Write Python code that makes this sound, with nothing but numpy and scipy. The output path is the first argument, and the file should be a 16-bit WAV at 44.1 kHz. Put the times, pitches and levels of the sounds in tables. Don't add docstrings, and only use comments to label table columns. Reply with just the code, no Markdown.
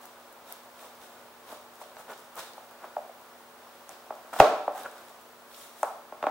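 import sys
import numpy as np
from scipy import signal
from scipy.fft import rfft, irfft, next_fast_len
from scipy.io import wavfile
from scipy.ndimage import map_coordinates

SR = 44100
rng = np.random.default_rng(int(sys.argv[2]) if len(sys.argv) > 2 else 0)


def generate_wav(signal):
    frames = np.transpose(np.atleast_2d(signal))
    scaled = np.clip(frames, -1, 1) * 32767
    pcm = np.round(scaled).astype(np.int16)
    wavfile.write(sys.argv[1], SR, pcm)


N = 277918


def amp(db):
    return 10 ** (np.asarray(db) / 20)


def unit(x):
    return x / np.sqrt(np.mean(x ** 2) + 1e-20)


def crest(x):
    return x / (np.abs(x).max() + 1e-20)


def along(points, hz):
    point_hz, values = np.transpose(points)
    return np.interp(np.log(hz + 1), np.log(point_hz + 1), values)


def wobble(rate):
    return map_coordinates(rng.standard_normal(int(N * rate / SR) + 4), [np.arange(N) * rate / SR])


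def tone(hz, drift_rad, drift_rate):
    t = np.arange(N) / SR
    return np.sqrt(2) * np.sin(2 * np.pi * hz * t + drift_rad * wobble(drift_rate))


def grains(rate):
    return unit((rng.random(N) < rate / SR) * rng.standard_normal(N))


def filtered(x, response):
    n = x.shape[-1]
    padded = next_fast_len(n + 8192)
    return irfft(rfft(x, padded) * response(np.fft.rfftfreq(padded, 1 / SR)), padded)[..., :n]


def coloured(x, spectrum):
    return unit(filtered(x, lambda hz: amp(along(spectrum, hz))))


def resonance(hz, centre, width):
    return 1j * hz * width / (centre ** 2 - hz ** 2 + 1j * hz * width)


def modal(hz, modes):
    return sum((-1) ** k * amp(db) * resonance(hz, centre, width)
               for k, (centre, width, db) in enumerate(modes))


def add(track, start_s, sound):
    part = track[..., round(start_s * SR):][..., :sound.shape[-1]]
    part += sound[..., :part.shape[-1]]


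# frequency_hz, correlation
LIKENESS = [(100, 0.62), (300, 0.82), (650, 0.98), (1400, 0.64), (3000, 0), (7000, 0.3), (15000, 0)]

def diffuse(pair):
    turn = lambda hz: np.arccos(np.clip(along(LIKENESS, hz), -1, 1)) / 2
    mid, side = filtered(pair, lambda hz: np.array([np.cos(turn(hz)), np.sin(turn(hz))]))
    return np.array([mid + side, mid - side])


# frequency_hz, gain_db
AIR_SPECTRUM = [(25, -52), (60, -17), (130, -18), (200, -13.5), (300, -11), (430, -8), (600, -3.5),
                (1000, -3), (1400, -6), (2000, -13.5), (2800, -15), (4000, -17.5), (7000, -22),
                (12000, -22), (15800, -19)]
# pitch_hz, rms_db
HUM_LINES = [(120, -83.5), (241, -68), (360.5, -71.5), (445, -68.5), (566, -65.5)]

def room_tone(air_db=-52, whistle_hz=15703, whistle_db=-72):
    rush = coloured(rng.standard_normal((2, N)), AIR_SPECTRUM)
    air = unit(diffuse(rush)) * amp(air_db + 0.2 * wobble(3.71))
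    hum = sum(amp(db) * tone(hz, drift_rad=0.67, drift_rate=7.4) for hz, db in HUM_LINES)
    whistle = amp(whistle_db) * tone(whistle_hz, drift_rad=1.4, drift_rate=18)
    return air + hum + whistle


# centre_hz, width_hz, gain_db
STANDING_WAVES = [(432, 12, 6.5), (601.5, 18, 6), (746.5, 8.5, 7.5), (810, 5.4, -1.5), (990, 15, 2),
                  (1150, 19, 3), (1150, 17, 2), (1446, 21, 3), (2540, 38, -17)]

def standing_waves(hz):
    return amp(sum(db / (1 + (2 * (hz - centre) / width) ** 2) for centre, width, db in STANDING_WAVES))


# frequency_hz, t60_s
ROOM_DECAY = [(100, 0.43), (300, 0.58), (700, 0.56), (1500, 0.62), (4000, 0.62), (9000, 0.48),
              (15000, 0.42)]
# frequency_hz, gain_db
ROOM_SPECTRUM = [(60, -31), (130, -7), (200, -9.5), (400, 7.5), (700, 1), (1400, 2.5), (3000, 4.5),
                 (8000, 6), (15000, 2)]

def walls(x, build_s=0.0026):
    noise = filtered(rng.standard_normal((2, SR)), standing_waves)
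    hz, t, bands = signal.stft(noise, SR, nperseg=256)
    decay = amp(along(ROOM_SPECTRUM, hz)[:, None] - 60 * t / along(ROOM_DECAY, hz)[:, None])
    tail = signal.istft(bands * decay, SR, nperseg=256)[1]
    onset = 1 - np.exp(-(np.arange(tail.shape[1]) / SR / build_s) ** 2)
    tail = diffuse(tail * onset) / np.linalg.norm(tail[0])
    return signal.fftconvolve(np.atleast_2d(x), tail, axes=1)[:, :x.shape[-1]]


def in_room(x, wet_db):
    return x + amp(wet_db) * walls(x)


def swell(crest_s, half_s, trail=1):
    t = np.arange(N) / SR - crest_s
    return np.exp(-(t / np.where(t < 0, half_s, half_s * 0.98 * trail)) ** 2)


# crest_s, half_length_s, cut_db, tray_pressure_db
KNIFE_STROKES = [(0.048, 0.054, -61.5, -56.5), (0.508, 0.042, -56.5, -52.5), (0.827, 0.058, -59, -53.5),
                 (1.035, 0.031, -60.5, -55), (1.512, 0.043, -55.5, -49.5), (1.816, 0.02, -56.5, -50),
                 (1.996, 0.022, -57, -50), (2.11, 0.028, -57, -42.5), (2.389, 0.025, -48, -42),
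                 (2.438, 0.032, -57.5, -53), (2.843, 0.032, -65, -48.5), (3.912, 0.035, -60, -53),
                 (4.337, 0.0076, -48.5, -37), (4.368, 0.026, -49.5, -44), (4.402, 0.015, -38.5, -30.5),
                 (4.789, .05, -53.5, -45), (4.858, 0.0095, -65, -38)]
# crest_s, half_length_s, level_db
FILLET_PEELS = [(5.6, .085, -54.5), (5.828, 0.082, -57.5)]

def effort(creep_cut_db=-74, creep_press_db=-63.5, fillet_free_s=5.3):
    still_cutting = np.clip((fillet_free_s - np.arange(N) / SR) * 10, 0, 1)
    creep = amp(3 * wobble(5.99)) * still_cutting
    tray = [amp(creep_press_db) * creep]
    rasp = [amp(creep_cut_db) * creep]
    hiss = [amp(creep_cut_db) * creep]
    for crest_s, half_s, cut_db, press_db in KNIFE_STROKES:
        push = swell(crest_s, half_s)
        tray.append(amp(press_db) * push)
        hiss.append(amp(cut_db) * push)
        rasp.append(amp(cut_db) * swell(crest_s, half_s, trail=1.35))
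    for crest_s, half_s, db in FILLET_PEELS:
        pull = amp(db) * swell(crest_s, half_s)
        hiss.append(pull)
        rasp.append(amp(-3) * pull)
    power_sum = lambda parts: np.sqrt(sum(part ** 2 for part in parts))
    return np.array([power_sum(tray), power_sum(rasp), amp(2) * power_sum(hiss)])


# frequency_hz, gain_db
RUB_SPECTRUM = [(40, -48), (130, -13), (300, -1.5), (600, 5.5), (850, 7), (1450, 2), (2000, -8),
                (3500, -17.5), (8000, -79)]
BONE_SPECTRUM = [(800, -14), (1600, -3.5), (2300, -3.5), (3000, -2), (3700, 1.5), (4500, -5), (5400, -3.5),
                 (9000, -24), (16000, -17)]
FLESH_SPECTRUM = [(2500, -41), (6000, -2.5), (8500, 1), (11500, -1.5), (15500, 0.5)]

def strokes():
    tray, rasp, hiss = effort() * amp(0.44 * wobble(90))
    rasp = rasp * unit(amp(4.1 * wobble(220)))
    rub = amp(1) * tray * coloured(grains(rate=7800), RUB_SPECTRUM)
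    cut = [rasp * coloured(grains(rate=4000), BONE_SPECTRUM)
           + hiss * coloured(grains(rate=4000), FLESH_SPECTRUM) for _ in range(2)]
    return in_room(rub, wet_db=-5.5) + amp(1.5) * in_room(diffuse(np.array(cut)), wet_db=-2.0)


def squelches(ticks_per_s=25, level_db=-73.5, spread_db=3.5):
    ticks = unit(grains(ticks_per_s) * amp(spread_db * wobble(5.6)))
    slime = coloured(ticks, FLESH_SPECTRUM) + amp(-7) * coloured(ticks, BONE_SPECTRUM)
    return amp(level_db) * in_room(slime, wet_db=1)


def tick(response, t60_s, wet_db):
    t = np.arange(SR // 2) / SR
    burst = crest(filtered(rng.standard_normal((2, len(t))) * amp(-60 * t / t60_s), response))
    pulse = unit(filtered(signal.unit_impulse(len(t), SR // 500), response)) * np.std(burst)
    return burst + amp(wet_db) * walls(pulse)


# start_s, level_db, centre_hz
BONE_SNAPS = [(.0555, -30, 14800), (0.326, -39.5, 11100), (0.525, -17, 14200), (2.3555, -32, 14000),
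              (2.394, -33, 6500), (2.5342, -37, 4000), (3.8926, -26.5, 8100), (4.834, -32, 12500),
              (4.9125, -42, 8800), (5.831, -19, 8900)]

def snaps(width_ratio=0.38, crack_hz=6000, crack_db=-13):
    out = np.zeros((2, N))
    crack = lambda hz: amp(crack_db) * resonance(hz, crack_hz, crack_hz)
    for start_s, db, centre_hz in BONE_SNAPS:
        t60_s = 0.016 * 0.5 ** ((db + 40) / 7)
        colour = lambda hz: resonance(hz, centre_hz, centre_hz * width_ratio) - crack(hz)
        add(out, start_s, amp(db) * tick(colour, t60_s, wet_db=-11))
    return out * amp([[1], [-1]])


# centre_hz, width_hz, gain_db
TRAY_MODES = [(140, 74, -6), (297, 57, -7), (449, 103, -8), (604, 74, 0.5), (770, 145, 0.5), (1128, 99, -6),
              (1298, 79, -3.5), (1630, 850, -13.5), (2500, 570, -13.5), (3700, 460, -19.5)]

def tray_response(hz, low_hz, contact_hz):
    damping = 406 / low_hz
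    low, high = 1j * hz / low_hz, 1j * hz / contact_hz
    highpass = low ** 3 / ((1 + low) * (1 + low + low ** 2))
    return modal(hz, TRAY_MODES) * highpass / (1 + damping * high + high ** 2)


# centre_hz, width_hz, gain_db
BENCH_MODES = [(59.7, 210, 4.5), (131, 36, 9), (195, 25, -1.5), (302, 62, 3.5), (408, 63, 8.5),
               (1760, 230, -0.5), (2540, 180, 6)]
# delay_s, gain_db
EARLY_ECHOES = [(.0034, -15), (.0092, -19.5), (.0168, -14.5), (.0275, -24.5)]
# frequency_hz, gain_db
CLICK_SPECTRUM = [(300, -3), (1200, 6), (2500, -3), (4000, -2.5), (7000, -11), (11000, -22), (16000, -40)]
# start_s, level_db, lowest_hz, contact_hz
TRAY_BLOWS = [(1.524, -32.5, 296, 554), (1.8145, -32.5, 398, 1000), (1.9675, -38, 450, 2530),
              (2.5785, -34, 570, 950), (2.842, -32, 497, 1400), (2.9662, -20.5, 680, 660),
              (3.094, -38.5, 620, 720), (3.8925, -38, 500, 1500), (4.1055, -22.5, 427, 990),
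              (4.339, -28.5, 450, 1400), (4.363, -24.5, 448, 1200), (4.401, 2.5, 318, 1163),
              (4.6785, -14, 466, 810), (5.8303, -11.5, 523, 1110), (6.1235, -28.5, 330, 1100),
              (6.2272, -19.5, 306, 1700), (6.2388, -16, 332, 1220), (6.2675, -13, 330, 1370)]

def knocks(chatter_db=-10, chatter_t60_s=0.029, cushion_limit_db=-10.5):
    out = np.zeros((2, N))
    t = np.arange(SR) / SR
    impulse = signal.unit_impulse(len(t))
    bench = crest(filtered(impulse, lambda hz: modal(hz, BENCH_MODES)))
    echoes = lambda hz: 1 + sum(amp(db) * np.exp(-2j * np.pi * hz * delay) for delay, db in EARLY_ECHOES)
    for start_s, db, low_hz, contact_hz in TRAY_BLOWS:
        hardness_octaves = np.log2(contact_hz / 1000)
        excess_db = max(db - cushion_limit_db, 0)
        click_db = -29.5 + 21 * hardness_octaves + 1.1 * excess_db
        room_db = -3.5 + 0.17 * excess_db
        thud_db = -13 + 3.2 * db
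        flex = crest(filtered(impulse, lambda hz: tray_response(hz, low_hz, contact_hz)))
        bounces = rng.standard_normal(len(t)) * amp(-60 * t / chatter_t60_s) * (1 - np.exp(-t / 0.0016))
        chatter = signal.fftconvolve(flex, bounces / np.linalg.norm(bounces))[:len(t)]
        near = filtered(flex, echoes) + amp(chatter_db) * chatter
        add(out, start_s, amp(db) * (near + amp(room_db) * walls(flex)))
        click = tick(lambda hz: amp(along(CLICK_SPECTRUM, hz)), t60_s=0.02, wet_db=-2.5)
        add(out, start_s, amp(db + click_db) * click)
        add(out, start_s, amp(thud_db) * in_room(bench, wet_db=-9.0))
    return out


# crest_s, level_db, pitch_hz, half_length_s
BLADE_SQUEAKS = [(2.846, -44, 1300, 0.0059), (4.862, -37.5, 1484, 0.0094)]

def squeaks():
    t = np.arange(N) / SR
    chirps = np.zeros(N)
    for crest_s, db, pitch_hz, half_s in BLADE_SQUEAKS:
        envelope = amp(db) * np.exp(-((t - crest_s) / half_s) ** 2)
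        chirps += envelope * tone(pitch_hz, drift_rad=0.76, drift_rate=400)
    return in_room(chirps, wet_db=-7)


def scene():
    return knocks() + strokes() + squeaks() + snaps() + squelches() + room_tone()


def record(dry, top_hz=15950):
    return filtered(np.clip(dry, -1, 1), lambda hz: hz < top_hz)


dry = scene()
out = record(dry)
generate_wav(out)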